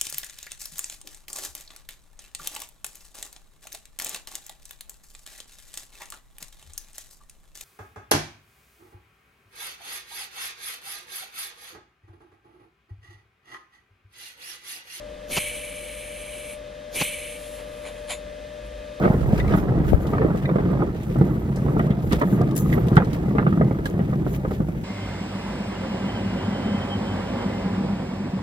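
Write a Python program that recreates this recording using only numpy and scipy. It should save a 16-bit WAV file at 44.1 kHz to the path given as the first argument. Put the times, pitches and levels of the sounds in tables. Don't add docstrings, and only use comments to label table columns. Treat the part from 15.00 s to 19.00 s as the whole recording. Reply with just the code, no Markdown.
import sys
import numpy as np
from scipy import signal
from scipy.fft import rfft, irfft
from scipy.io import wavfile

SR = 44100
rng = np.random.default_rng(int(sys.argv[2]) if len(sys.argv) > 2 else 0)


def log_audio(samples):
    frames = np.atleast_2d(samples).T
    limited = np.clip(frames, -1, 1)
    pcm = np.round(limited * 32767).astype(np.int16)
    wavfile.write(sys.argv[1], SR, pcm)


N = 176400
T, HZ = np.arange(N) / SR, np.maximum(np.arange(N // 2 + 1) * SR / N, 1)

# (frequency [Hz], level [dB], left minus right [dB], left lead [rad])
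BLADE_TONE = (597.5, -42, 10, 1.04)
# (frequency [Hz], width [Hz], level [dB], left minus right [dB], left lead [rad])
HUM_TONES = [(47.9, 8.1, -48.5, 0.5, 0.32), (119.3, 3.5, -57.5, 2, 0.18), (183.3, 10, -61.5, -2, -0.4),
             (278.3, 25, -60, -8.5, -0.41), (478.6, 24, -53, 5, 0.84), (505.2, 22.4, -55.5, 14.5, 0.7),
             (529, 56, -55, 9, 0.82), (578.5, 55, -53.5, 8, 0.5), (1196, 12, -62, -6, 1.5),
             (1690, 33, -68, -10, -1.3), (1798, 17, -61, -1, -1.93)]
# (frequency [Hz], width [Hz], level [dB])
WHINE_TONES = [(2047, 3.3, -63.5), (2525, 20, -62.5), (2650, 22, -76.5), (3160, 11, -65), (3590, 18, -67)]
# (frequency [Hz], density [dB/Hz])
AIR_SPECTRUM = [(20, -79), (40, -79), (65, -66), (95, -82.5), (200, -74), (400, -80), (640, -80),
                (900, -84), (1450, -86.5), (1680, -80), (2000, -87), (3700, -87), (4400, -92.5),
                (6700, -96), (7200, -100), (9400, -99), (10500, -105), (13200, -106)]
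# (frequency [Hz], correlation [-1 to 1])
AIR_COHERENCE = [(60, 1), (200, 1), (500, .5), (1300, 0.054), (1650, 0.22), (2050, 0.96), (4000, .998),
                 (5500, 0.28), (7000, 0.098), (13000, 0)]
# (frequency [Hz], left minus right [dB])
AIR_PAN = [(110, 2), (200, 2.5), (350, 3), (650, 3), (1200, 5), (2000, 0)]
# (time [s], gain [dB])
MACHINE_GAIN = [(0, -.5), (2.3, -0.7), (2.7, 1), (3.3, .3), (3.7, 0.5), (4, 0.5)]

# (centre [s], half length [s], gain [dB])
BUMPS = [(2.62, 0.085, 0), (2.95, 0.026, 0), (3.3, 0.028, 0), (3.42, .025, 3)]
# (frequency [Hz], density [dB/Hz])
BUMP_SPECTRUM = [(20, -95), (45, -73), (85, -72), (160, -81), (400, -100), (1000, -130)]
# (centre [s], half length [s], level [dB])
RUMBLES = [(3.742, 0.085, -38.5)]
# (centre [s], half length [s], gain [dB])
RUBS = [(2.438, 0.063, 1.5), (2.564, 0.036, -3.5), (2.808, 0.24, -8.5), (3.664, 0.013, -11.5)]
# (frequency [Hz], density [dB/Hz])
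RUB_SPECTRUM = [(1000, -96), (3000, -83.5), (5000, -94.5), (7000, -90), (10000, -84), (13000, -89)]
# (centre [s], half length [s], noise gain [dB], ring gain [dB], treble tilt [dB/octave])
CORNER_SCRAPES = [(2.597, 0.012, -11, -22, -4.5), (2.871, 0.021, -8, -13, -4),
                  (2.981, .018, -18.5, -31, -3), (3.113, .016, 0, 0.5, 0.5)]
# (frequency [Hz], density [dB/Hz])
SCRAPE_SPECTRUM = [(200, -84), (450, -70.5), (750, -64), (1250, -69), (1600, -74), (2100, -65),
                   (3100, -67.5), (4100, -75), (4600, -72.5), (5800, -86), (7000, -69.5), (8300, -78),
                   (9100, -68.5), (11300, -76.5), (12200, -93)]
# (frequency [Hz], level [dB], t60 [s])
FRAME_MODES = [(2051, -47, .18), (2610, -45, .08), (3122, -45, .08), (3603, -43, .12), (4060, -42, .08),
               (6546, -52, .1), (6977, -48.5, .14), (8043, -54, .14), (9012, -46.5, .13),
               (9781, -48.5, .14), (10068, -47.5, .15), (11080, -50, .11), (12700, -57, .14)]
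# (frequency [Hz], correlation [-1 to 1])
CLOSE_COHERENCE = [(150, 0.98), (600, 0.82), (1300, 0.39), (2000, 0.99), (2500, 1), (3100, 0.96), (3600, 1),
                   (4300, 0.99), (5600, 0.69), (7200, 0.51), (8400, -0.39), (10000, .45), (11900, -0.44),
                   (13200, -0.53)]

# (peak time [s], gain [dB])
ARC_PEAKS = [(.377, -.4), (2.017, -0.2)]
# (frequency [Hz], density [dB/Hz])
SIZZLE_SPECTRUM = [(1400, -64.5), (2000, -61), (2400, -51.5), (3000, -55), (3700, -65.5), (4400, -61.5),
                   (5500, -67.5), (6500, -60.5), (7600, -70.5), (10000, -73), (13200, -66.5)]
# (frequency [Hz], density [dB/Hz])
PUFF_SPECTRUM = [(40, -73), (100, -54), (170, -54), (300, -54.5), (600, -56), (1050, -55.5), (1500, -71),
                 (2500, -92)]

# (valve opens [s], closes [s], surge [dB], steady flow [dB], surge decay [s])
GAS_FLOWS = [(.302, 1.535, -0.2, -10.5, 0.11), (1.939, 2.365, 0.4, -12, 0.12)]
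# (frequency [Hz], density [dB/Hz])
SPIT_SPECTRUM = [(100, -70), (350, -66.5), (1200, -82), (3500, -77), (6500, -74.5), (8000, -87.5),
                 (13000, -73)]
# (frequency [Hz], density [dB/Hz])
JET_SPECTRUM = [(100, -78.5), (1400, -88.5), (2100, -80.5), (3500, -76.5), (4400, -81), (4900, -93),
                (7200, -83.5), (7900, -71.5), (9500, -72), (11500, -72), (12200, -77), (13200, -82)]
# (frequency [Hz], density [dB/Hz])
FIZZ_SPECTRUM = [(5000, -100), (8000, -87.5), (11000, -82.5), (12000, -79), (13000, -73)]
# (frequency [Hz], width [Hz], density [dB/Hz])
NOZZLE_RESONANCES = [(5090, 60, -76), (6300, 440, -77), (8660, 300, -70.5), (9900, 540, -66),
                     (11000, 160, -84)]
# (frequency [Hz], width [Hz], density [dB/Hz])
CUP_RESONANCES = [(2270, 212, -63.5), (2425, 190, -62.5), (2670, 95, -67), (2980, 183, -64),
                  (4080, 180, -76)]


def from_db(db):
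    return 10 ** (np.asarray(db) / 20)


def rms_one(x):
    return x / np.sqrt(np.mean(x ** 2) + 1e-20)


def at_hz(points):
    hz, values = np.transpose(points)
    return np.interp(np.log(HZ), np.log(hz), values)


def pan(db):
    return from_db(np.array([[.5], [-.5]]) * db)


def noise(density, coherence=CLOSE_COHERENCE):
    mid, side = rfft(rng.standard_normal((2, N)))
    alike = np.clip(at_hz(coherence), -.99, .999)
    stereo = np.sqrt(1 + alike) * mid + np.sqrt(1 - alike) * side * [[1], [-1]]
    return irfft(density * np.sqrt(SR) / 2 * stereo, N)


def narrowband(hz, width_hz):
    return rms_one(irfft(rfft(rng.standard_normal(N)) / (1 + (2 * (HZ - hz) / width_hz) ** 2), N))


def flicker(depth_db, width_hz):
    return from_db(depth_db * narrowband(0, width_hz))


def tone(hz, width_hz, lead=0):
    analytic = signal.hilbert(narrowband(hz, width_hz))
    stereo = (analytic * np.exp(1j * np.array([[lead], [0]]))).real
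    return rms_one(stereo / np.sqrt(np.abs(analytic) + 0.086))


def swell(centre, half):
    return np.exp(-.5 * ((T - centre) / half) ** 2)


def swells(rows):
    return sum(from_db(db) * swell(centre, half) for centre, half, db in rows)


def grains(per_s, spread_db):
    sizes = from_db(spread_db * np.minimum(rng.exponential(1, N), 4)) * rng.choice([-1, 1], N)
    return rms_one(sizes * (rng.random(N) < per_s / SR))


def resonance_power(rows):
    return sum((from_db(db) / (1 + ((HZ - hz) / width) ** 2)) ** 2 for hz, width, db in rows)


def scatter(x, decay_s, db):
    tail = rng.standard_normal(N) * np.exp(-T / decay_s)
    gain = from_db(db)
    response = 1 + gain * rfft(tail / np.linalg.norm(tail))
    return irfft(rfft(x) * response, N) / np.sqrt(1 + gain ** 2)


def machine():
    hz, db, pan_db, lead = BLADE_TONE
    wandering_hz = hz + 0.49 * narrowband(0, 0.67)
    phase = 2 * np.pi * np.cumsum(wandering_hz) / SR + 0.048 * narrowband(0, 21)
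    amplitude = np.sqrt(2) * from_db(db) * flicker(0.79, 21)
    blade = amplitude * pan(pan_db) * np.sin(phase + np.array([[lead], [0]]))
    hum = sum(from_db(level) * pan(side) * tone(f, width, ahead)
              for f, width, level, side, ahead in HUM_TONES)
    whine = sum(from_db(level) * tone(f, width) for f, width, level in WHINE_TONES)
    air = noise(from_db(at_hz(AIR_SPECTRUM)) * pan(at_hz(AIR_PAN)), AIR_COHERENCE)
    return (blade + hum + whine + air) * from_db(np.interp(T, *np.transpose(MACHINE_GAIN)))


def handling():
    rumble = swells(RUMBLES) * tone(hz=55.7, width_hz=5.6)
    bumps = swells(BUMPS) * noise(from_db(at_hz(BUMP_SPECTRUM)), coherence=[(100, 0)])
    return rumble + bumps


def frame_slide():
    return swells(RUBS) * flicker(0.83, 70) * noise(from_db(at_hz(RUB_SPECTRUM)))


def frame_scrape():
    octaves_up = np.log2(np.maximum(HZ / 2000, 1))
    rub, drive = 0, 0
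    for centre, half, db, ring_db, tilt_db in CORNER_SCRAPES:
        density = from_db(db + at_hz(SCRAPE_SPECTRUM) + tilt_db * octaves_up)
        rub = rub + swell(centre, half) * noise(density)
        drive = drive + swell(centre, half) * from_db(ring_db)
    sound = scatter(rub * flicker(3.36, 430), decay_s=0.021, db=-5)
    for hz, db, t60 in FRAME_MODES:
        radius, angle = from_db(-60 / (t60 * SR)), 2 * np.pi * hz / SR
        catches = drive * grains(per_s=3000, spread_db=5.5) + 1e-18
        gain = np.sin(angle) * np.sqrt(2 * (1 - radius ** 2))
        ring = signal.lfilter([gain], [1, -2 * radius * np.cos(angle), radius ** 2], catches)
        sound = sound + from_db(db) * ring
    return sound


def arc_thumps(gap_s=.006, hz=168, half_s=.0024, level_db=-26):
    return sum(from_db(db + level_db) * swell(at, half_s) * np.sin(2 * np.pi * hz * (at - T))
               for peak, db in ARC_PEAKS for at in (peak, peak + gap_s))


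def arcs(rise_s=0.014, fade_s=0.0088, puff_half_s=0.007, puff_lag_s=0.00067):
    burn, heat = 0, 0
    for peak, db in ARC_PEAKS:
        burn += from_db(db) * np.where(T < peak, swell(peak, rise_s), swell(peak, fade_s))
        heat += from_db(db) * np.exp(-.5 * ((T - peak - puff_lag_s) / puff_half_s) ** 4)
    density = from_db(at_hz(SIZZLE_SPECTRUM))
    sparks = irfft(rfft(grains(per_s=4300, spread_db=0.5)) * density, N) * np.sqrt(SR / 2)
    sizzle = from_db(-5) * noise(density) + from_db(-6) * sparks
    return burn * sizzle + heat * noise(from_db(at_hz(PUFF_SPECTRUM)))


def gas_flow(rise_s, hold_s=0.1, close_s=0.02):
    flow = 0
    for opens, closes, surge_db, steady_db, decay_s in GAS_FLOWS:
        age = np.maximum(T - opens, 0)
        surge = from_db(surge_db) * np.exp(-np.maximum(age - hold_s, 0) / decay_s)
        valve = np.minimum(age / rise_s, 1) * np.exp(-np.maximum(T - closes, 0) / close_s)
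        flow = flow + valve * (from_db(steady_db) + surge)
    return flow


def gas_jet(spit_lag_s=0.021, spit_half_s=0.02):
    flow = gas_flow(rise_s=0.022) * flicker(1.0, 40)
    jet_power = from_db(at_hz(JET_SPECTRUM)) ** 2 + resonance_power(NOZZLE_RESONANCES)
    jet = flow * flicker(0.1, 37) * noise(np.sqrt(jet_power))
    fizz = flow ** 3.36 * noise(from_db(at_hz(FIZZ_SPECTRUM)))
    cup_drive = gas_flow(rise_s=0.036) ** 0.95 * flicker(0.39, 71)
    cup = cup_drive * noise(np.sqrt(resonance_power(CUP_RESONANCES)))
    openings = sum(swell(opens + spit_lag_s, spit_half_s) for opens, *_ in GAS_FLOWS)
    spit = openings * noise(from_db(at_hz(SPIT_SPECTRUM)))
    return scatter(jet + fizz + cup + spit, decay_s=0.006, db=-8)


def scene():
    return machine() + handling() + frame_slide() + frame_scrape() + arc_thumps() + arcs() + gas_jet()


def record(dry, mono_below_hz=90, cutoff_hz=13100):
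    high_pass = signal.butter(1, mono_below_hz, "high", fs=SR, output="sos")
    side = signal.sosfilt(high_pass, (dry[0] - dry[1]) / 2)
    stereo = dry.mean(axis=0) + side * [[1], [-1]]
    return signal.sosfilt(signal.ellip(12, .1, 80, cutoff_hz, fs=SR, output="sos"), stereo)


dry = scene()
out = record(dry)
log_audio(out)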